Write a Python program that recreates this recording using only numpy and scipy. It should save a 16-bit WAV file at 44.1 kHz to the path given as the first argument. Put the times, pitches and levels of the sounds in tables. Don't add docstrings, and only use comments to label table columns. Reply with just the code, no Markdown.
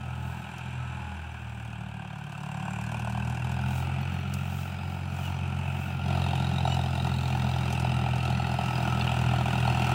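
import sys
import numpy as np
from scipy import signal
from scipy.fft import rfft, irfft, next_fast_len
from scipy.io import wavfile
from scipy.ndimage import uniform_filter1d

SR = 44100
rng = np.random.default_rng(int(sys.argv[2]) if len(sys.argv) > 2 else 0)


def undo_db(level):
    steps = np.asarray(level, float) / 20
    return 10 ** steps


def dump(signal):
    limited = np.clip(np.atleast_2d(signal).T, -1, 1)
    pcm = np.round(limited * 32767).astype(np.int16)
    wavfile.write(sys.argv[1], SR, pcm)


N = 438354
T = np.arange(N) / SR


def evened(x):
    return x / np.sqrt(np.mean(x ** 2) + 1e-20)


def noise():
    return rng.standard_normal(N)


def curves(rows, t):
    s, *columns = np.transpose(rows)
    return [np.interp(t, s, column) for column in columns]


def coloured(x, points):
    size = next_fast_len(len(x))
    point_hz, point_db = np.transpose(points)
    hz = np.fft.rfftfreq(size, 1 / SR)
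    gain = undo_db(np.interp(np.log(hz + 1), np.log(point_hz), point_db))
    return evened(irfft(rfft(x, size) * gain, size)[:len(x)])


def resonate(x, hz, width_hz):
    turn = np.exp(2j * np.pi * np.cumsum(hz * np.ones(len(x))) / SR)
    r = np.exp(-np.pi * width_hz / SR)
    smoothed = signal.lfilter([1], np.convolve([1, -r], [1, -r]), x * turn.conj())
    return evened((turn * smoothed).real)


def drift(seconds):
    step = max(round(seconds * SR), 2)
    knots = np.arange(0, N + step, step)
    return evened(np.interp(np.arange(N), knots, rng.standard_normal(len(knots))))


def swell(s, rise_s, fall_s):
    t = T[::64]
    return np.interp(T, t, np.exp(-np.abs((t - s) / np.where(t < s, rise_s, fall_s)) ** 1.5))


def add(mix, s, sound):
    part = mix[round(s * SR):][:len(sound)]
    part += sound[:len(part)]


# time_s, firing_rate_hz
ENGINE_SPEED = [(0.0, 41.538), (0.75, 41.797), (1.0, 41.037), (1.5, 38.708), (1.75, 38.169), (2.25, 36.128),
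                (2.5, 36.172), (4.0, 44.23), (4.25, 44.918), (5.0, 45.001), (5.75, 44.723), (6.5, 43.722),
                (6.75, 43.165), (7.25, 42.828), (8.0, 41.652), (8.5, 41.98), (9.25, 41.061), (9.94, 41.577)]
RATE = curves(ENGINE_SPEED, T)[0]
TURNS = 0.62 + np.cumsum(RATE) / SR

# time_s, nearness_db, outlet_clear_of_crop_db, engine_effort_db
PASS = [(0, -54.5, 5, -4), (.3, -53, 5.5, 0.5), (.9, -55.5, 5.5, -1), (1.4, -54, 3.5, -1.5),
        (1.8, -51, 2.5, 0.5), (2.3, -50, 3, 0), (2.65, -44.5, 3, -1), (3.3, -44.5, 5.5, -7),
        (3.8, -43.5, 2, -3), (4.25, -45, -1.5, -4), (5, -48.5, 2, -2.5), (5.25, -46.5, 2, -2.5),
        (5.6, -47, 2, -1), (5.98, -45.5, 0, -4.5), (6.12, -39.5, 4, -4), (7, -41, 4.5, -4.5),
        (8.5, -38, 2.5, -8.5), (9.94, -34, 1.5, -10.5)]
NEAR_DB, CLEAR_DB, EFFORT_DB = curves(PASS, T)

# time_s, facing_microphone_0_to_1, crop_scatter_db
HEADING = [
    (0, 0.15, 5),
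    (1, 0.04, 8.5),
    (1.8, 0.05, 0.5),
    (2.6, 0.01, -2),
    (3.5, 0.06, -1.5),
    (4, 0.7, 1.5),
    (5.9, 0.54, 3),
    (6.1, 0.8, -1.5),
    (9.94, 0.85, -1),
]
FACING, SCATTER_DB = curves(HEADING, T)
FACING = np.clip(FACING, 0, 1)


# peak_s, level_db, length_s
RUSTLES = [(0.303, -64, .15), (1.5, -76, 0.33), (2.406, -81, 0.19), (3.787, -53, 0.096), (4.146, -66, .08),
           (4.37, -63, .07), (4.602, -53.5, 0.16), (4.938, -61, 0.095), (5.253, -55, 0.11),
           (5.845, -59, 0.17), (6.2, -66, 0.099), (7.39, -64, 0.76), (8.494, -77, 0.25), (8.83, -61, 0.17),
           (9.155, -65, .2), (9.55, -66, 0.14), (9.855, -61, 0.16)]
# pitch_hz, level_db_per_hz
LEAF_COLOUR = [(2000, -30), (4000, -7), (7500, -4), (11500, -12), (12800, -10), (15000, -1), (16000, 0)]


def leaves():
    grains = undo_db(4.1 * np.minimum(rng.exponential(1, N), 5)) * noise()
    brush = sum(undo_db(db) * swell(s, length, 0.6 * length) for s, db, length in RUSTLES)
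    breeze = undo_db(NEAR_DB - 32)
    return undo_db(4.5) * (brush + breeze) * coloured(grains, LEAF_COLOUR)


# start_s, level_db, low_edge_hz, high_edge_hz, length_s
SNAPS = [
    (0.582, -50.5, 2800, 7000, 0.0037),
    (4.013, -53, 12000, 16000, 0.0018),
    (4.14, -59, 9100, 16000, .002),
    (4.2, -60, 11000, 15900, .002),
    (4.338, -41.5, 4400, 9000, 0.0043),
]


def snaps():
    out, t = np.zeros(N), np.arange(1000) / SR
    for s, db, low_hz, high_hz, length in SNAPS:
        colour = [(.6 * low_hz, -30), (low_hz, 0), (high_hz, -2), (1.5 * high_hz, -12), (30000, -14)]
        crack = coloured(rng.standard_normal(len(t)), colour)
        add(out, s, undo_db(db) * crack * (np.exp(-(t / length) ** 4) + 0.57 * np.exp(-t / 0.015)))
    return out


# time_s, pitch_hz, level_db
SQUEAKS = [
    [(.22, 13700, -80), (.26, 14100, -70), (.45, 13800, -75), (.52, 13500, -82)],
    [(4.35, 12400, -77), (4.4, 13200, -76), (4.44, 13200, -76), (4.47, 12300, -76), (4.51, 12900, -76),
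     (4.54, 12300, -79)],
]


def squeaks():
    out = np.zeros(N)
    for rows in SQUEAKS:
        t = np.arange(rows[0][0], rows[-1][0], 1 / SR)
        hz, db = curves(rows, t)
        add(out, t[0], undo_db(db) * resonate(rng.standard_normal(len(t)), hz, 120))
    return out


# time_s, pitch_hz, level_db, upper_harmonic_loss_db
BIRD_CALLS = [
    [(5.222, 1420, -58, 14), (5.24, 1465, -47, 14), (5.26, 1475, -45, 14), (5.275, 1420, -44, 14),
     (5.297, 1280, -45, 14)],
    [(6.65, 1430, -52, 0), (6.69, 1455, -52, -4), (6.71, 1470, -40, 7), (6.75, 1470, -39, 7),
     (6.77, 1380, -51, 0)],
]
# start_s, level_db
BIRD_CHIPS = [
    (1.15, -63),
    (1.3, -62),
]
SYRINX_DB = [-16, 0, -11, -12, -9]


def bird():
    out = np.zeros(N)
    for rows in BIRD_CALLS:
        t = np.arange(rows[0][0], rows[-1][0], 1 / SR)
        hz, db, dull_db = curves(rows, t)
        cycles = np.cumsum(hz) / SR
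        note = sum(undo_db(harmonic_db - dull_db * (k > 2)) * np.sin(2 * np.pi * k * cycles)
                   for k, harmonic_db in enumerate(SYRINX_DB, 1))
        level = undo_db(db + 2 + drift(0.0059)[:len(t)])
        add(out, t[0], level * note * signal.windows.tukey(len(t), .3))
    for s, db in BIRD_CHIPS:
        hz = np.geomspace(6250, 5750, num=1300)
        add(out, s, undo_db(db) * np.sin(2 * np.pi * np.cumsum(hz) / SR) * np.hanning(len(hz)))
    return out


# start_s, level_db, pitch_hz, t60_s
CLANKS = [
    (9.011, -24.5, 2710, 0.04),
    (9.01, -32, 3500, 0.058),
    (9.011, -25.5, 4320, 0.015),
    (9.077, -17, 2780, 0.015),
]


def harrow():
    out, t = np.zeros(N), np.arange(3000) / SR
    for s, db, hz, t60 in CLANKS:
        onset = 1 - np.exp(-t / 0.00031)
        add(out, s, undo_db(db - 60 * t / t60) * np.sin(2 * np.pi * hz * t) * onset)
    return out


def wavering_tone(s, cycles, db, length_s):
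    level = undo_db(db + 6 + 2.5 * drift(.07)) * swell(s, length_s, length_s)
    return level * np.sqrt(2) * np.cos(2 * np.pi * (cycles + .1 * drift(.05)))


# middle_s, pitch_over_firing_rate, level_db, length_s
WHINES = [
    (.25, 20.7, -58, .2),
    (1.06, 20.6, -52, .17),
    (1.55, 20.6, -61, .13),
    (2.13, 20.8, -59, .15),
    (2.6, 20.8, -58, .2),
    (.2, 31, -61, .35),
    (.62, 31.2, -63, .15),
    (.88, 31.4, -55, .09),
    (6.15, 31.3, -56, .4),
    (8.8, 31.3, -54, 1.2),
]
# middle_s, pitch_hz, level_db, length_s
PUMP = (2.2, 1200, -68, 1.1)


def gears():
    s, hz, db, length = PUMP
    pump = wavering_tone(s, hz * T, db, length)
    return pump + sum(wavering_tone(s, teeth * TURNS, db, length) for s, teeth, db, length in WHINES)


def firing(force_db, lag, rise_s, fall_s):
    turns = np.maximum(TURNS - lag, 0)
    index, since = turns.astype(int), turns % 1 / RATE
    shape = (1 - np.exp(-(since / rise_s) ** 2)) * np.exp(-since / fall_s)
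    return index, since, undo_db(force_db)[index] * shape / shape.max()


def echo(force_db, lag, db):
    return undo_db(db + SCATTER_DB) * (firing(.5 * force_db, lag, 0.0026, 0.026)[2] + 0.41)


def ring(hz, width_hz, force_db, lag, fall_s, own_db, slip, scatter):
    own, detune, phase = rng.standard_normal((len(force_db), 3)).T
    index, since, burst = firing(force_db + own_db * own, lag, 0.00086, fall_s)
    struck_hz = hz + 0.28 * width_hz * detune[index]
    strike = burst * np.sin(2 * np.pi * (struck_hz * since + slip * phase[index]))
    return resonate(strike + np.sqrt(SR / width_hz / 4) * scatter * noise(), hz, width_hz)


def ring_all(modes, waver_db, *strike):
    total = 0
    for hz, width_hz, side_db, front_db in modes:
        level = undo_db(side_db + (front_db - side_db) * FACING + waver_db * drift(.3))
        total = total + level * ring(hz * (1 + .004 * drift(.4)), width_hz, *strike)
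    return evened(total)


# pitch_hz, width_hz, side_db, front_db
PIPE_MODES = [(746, 250, -0.5, 2.5), (881.6, 206, -1, -3), (1030, 235, -4, -54)]


def pipe(force_db):
    lag = -.05
    rung = ring_all(PIPE_MODES, .8, force_db, lag, 0.0019, 1.24, .16, echo(force_db, lag, -18.5))
    hum = resonate(echo(force_db, lag, 0) * noise(), 352, 152)
    return rung + undo_db(-14 + 8 * FACING) * hum


def stack(force_db):
    hz = 1520 - 150 * np.minimum(2.4 * FACING, 1)
    force_db, lag = 0.26 * force_db, -.05
    return ring(hz, 382, force_db, lag, 0.0049, 3.7, 1, echo(force_db, lag, -5.5))


# pitch_hz, width_hz, side_db, front_db
BLOCK_MODES = [(2679, 386, 2, 0.5), (2427, 370, 0.5, -5), (3024, 995, -2, -3.5), (1907, 510, -14.5, -5)]


def block(force_db):
    lag = -.13
    sink = 1 - .021 * FACING * np.maximum(SCATTER_DB, 0)
    modes = [(hz * sink, *rest) for hz, *rest in BLOCK_MODES]
    return ring_all(modes, .8, 0.22 * force_db, lag, 0.0051, 3.55, 0.97, echo(0.59 * force_db, lag, -6.5))


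# peak_s, pitch_hz, level_over_block_db, rise_s, fall_s
CLATTER = (6.5, 3798, -5, 0.38, 1.44)


def clatter(force_db):
    s, hz, db, rise_s, fall_s = CLATTER
    force_db, lag = .3 * force_db, -.1
    ticks = ring(hz, 620, force_db, lag, .003, 3, 1, echo(force_db, lag, -18))
    return undo_db(db) * swell(s, rise_s, fall_s) * ticks


# pitch_hz, width_hz, side_db, front_db
HISS_MODES = [(3800, 330, -4, -3), (4300, 300, -11, 0), (4950, 380, -10, -2), (5900, 450, -9, -6),
              (7400, 600, -6, -12), (8070, 500, -9, -14), (8620, 600, -8, -14), (10100, 900, -13, -13)]
# pitch_hz, level_db_per_hz
SPRAY_COLOUR = [(2500, -37), (3300, -2), (4600, 1.5), (6600, 3), (9300, -1), (11500, -8.5), (14000, -6),
                (15800, -16)]


def hiss(force_db):
    lag, count = -.1, len(force_db)
    soft_db = .3 * force_db
    hissing = ring_all(HISS_MODES, 2.2, soft_db, lag, .003, 3.5, 1, echo(soft_db, lag, -12))
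    wander_db = 2 * drift(.12)[::N // count][:count]
    spit_db = 0.18 * force_db + wander_db + 4 * rng.standard_normal(count)
    spit = firing(spit_db, lag, 0.00053, 0.0071)[2] * undo_db(-4.5 * FACING - .5 * SCATTER_DB)
    spray = coloured((spit + echo(soft_db, lag, -11)) * noise(), SPRAY_COLOUR)
    return evened(hissing + undo_db(-2.5) * spray)


# time_s, force_db
HARD_FIRINGS = [(3.077, 7), (3.133, -6), (4.586, -7), (5.191, 9), (5.613, 4), (6.63, -6), (6.655, 7.5),
                (6.679, 7.5), (6.827, -9), (6.888, -8), (6.914, -9), (7.023, -11), (7.169, -16), (7.353, 4),
                (7.85, 9.5), (8.113, -9), (8.211, -8), (8.568, -15), (8.591, 5.5), (8.66, -7), (8.88, 8),
                (8.974, -4), (9.121, 5), (9.34, 5.5), (9.413, 3), (9.436, -22), (9.461, 6), (9.534, 4),
                (9.679, 8.5), (9.8, -0.5)]


def bark():
    force_db = 1.4 * rng.standard_normal(int(TURNS[-1]) + 2)
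    s, hard_db = np.transpose(HARD_FIRINGS)
    force_db[np.interp(s, T, TURNS + .05).astype(int)] = .85 * hard_db
    body = undo_db(CLEAR_DB) * pipe(force_db) + undo_db(0.5 - 4 * FACING) * stack(force_db)
    body += block(force_db) + clatter(force_db)
    body = signal.lfilter(*signal.iirnotch(490, 3.5, SR), body)
    return undo_db(NEAR_DB) * (body + undo_db(-13 + 0.65 * CLEAR_DB) * hiss(force_db))


# pitch_hz, level_db
SILENCER = [(72, -39.5), (80, -18), (90, -17.5), (108, -29), (121, -11.5), (150, -24), (203, -26.5),
            (226, -46.5)]
# time_s, lag_firings, twist_cycles
THUMP_PATH = [
    (0, .26, .95),
    (1.5, .33, 1.02),
    (2.8, .41, 1.05),
    (4, .33, .67),
    (9.94, .33, .68),
]
# time_s, multiple, change_db, length_s
FADES = [
    (0.52, 2, -12.5, 0.17),
    (0.47, 3, -15.5, 0.12),
    (1.18, 3, -19, 0.12),
    (1.35, 4, -5.5, .4),
    (0.44, 5, 1, 0.34),
    (3.8, 4, -23, 0.12),
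    (7.3, 4, -13, .06),
    (3.4, 2, -1.5, 0.32),
    (8.7, 2, -6, 0.11),
    (4.75, 3, -4, 0.1),
]
# multiple_of_firing_rate, level_under_thump_db
UNEVEN = [(5 / 2, -29.5), (8 / 3, -39), (10 / 3, -21), (11 / 3, -33), (13 / 3, -29.5), (14 / 3, -23)]
# pitch_hz, level_db_per_hz
RUMBLE_COLOUR = [(18, -57), (30, -27), (51, -32.5), (121, -8), (171, -10), (210, -5.5), (262, -19.5),
                 (343, -20), (489, -27), (560, -21), (730, -41), (1230, -120)]


def thump():
    pass_hz, pass_db = np.transpose(SILENCER)
    lag, twist = curves(THUMP_PATH, T)
    lagged = TURNS - lag + 0.002 * drift(0.068)
    whole, power = np.zeros(N), np.zeros(N)
    for k in range(2, 6):
        tilt_db = 0.23 * (k - 3.5) * (NEAR_DB + 44)
        silencer_db = np.interp(np.log(k * RATE), np.log(pass_hz), pass_db)
        fade_db = sum(db * swell(s, length, length) for s, m, db, length in FADES if round(m) == k)
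        level = undo_db(31 + NEAR_DB + EFFORT_DB + tilt_db + silencer_db + fade_db)
        waver = undo_db(drift(.04) + 0.5 * (k - 1) / 2 * drift(.12))
        whole += level * np.cos(2 * np.pi * (k * lagged + twist)) * waver
        power += level ** 2
    loud = np.sqrt(uniform_filter1d(power, size=SR // 2))
    uneven = sum(undo_db(db + 1.7 * drift(0.21)) * np.cos(2 * np.pi * (k * lagged + rng.random()))
                 for k, db in UNEVEN)
    rumble = undo_db(-12.5) * coloured(noise(), RUMBLE_COLOUR)
    rumble += undo_db(-16) * resonate(noise(), 198, 4)
    return np.sqrt(2) * (whole + loud * uneven) + loud * rumble


def scene():
    close_by = leaves() + snaps() + squeaks() + bird()
    tractor = harrow() + gears() + bark() + thump()
    return (close_by + tractor)[None]


def low_pass(x):
    return signal.sosfilt(signal.butter(12, 16800, fs=SR, output="sos"), x)


def record(dry):
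    band_limit = signal.firwin(767, 15820, window=("kaiser", 9), fs=SR)
    limited = signal.oaconvolve(dry, band_limit[None], "same")
    return low_pass(limited)


dry = scene()
out = record(dry)
dump(out)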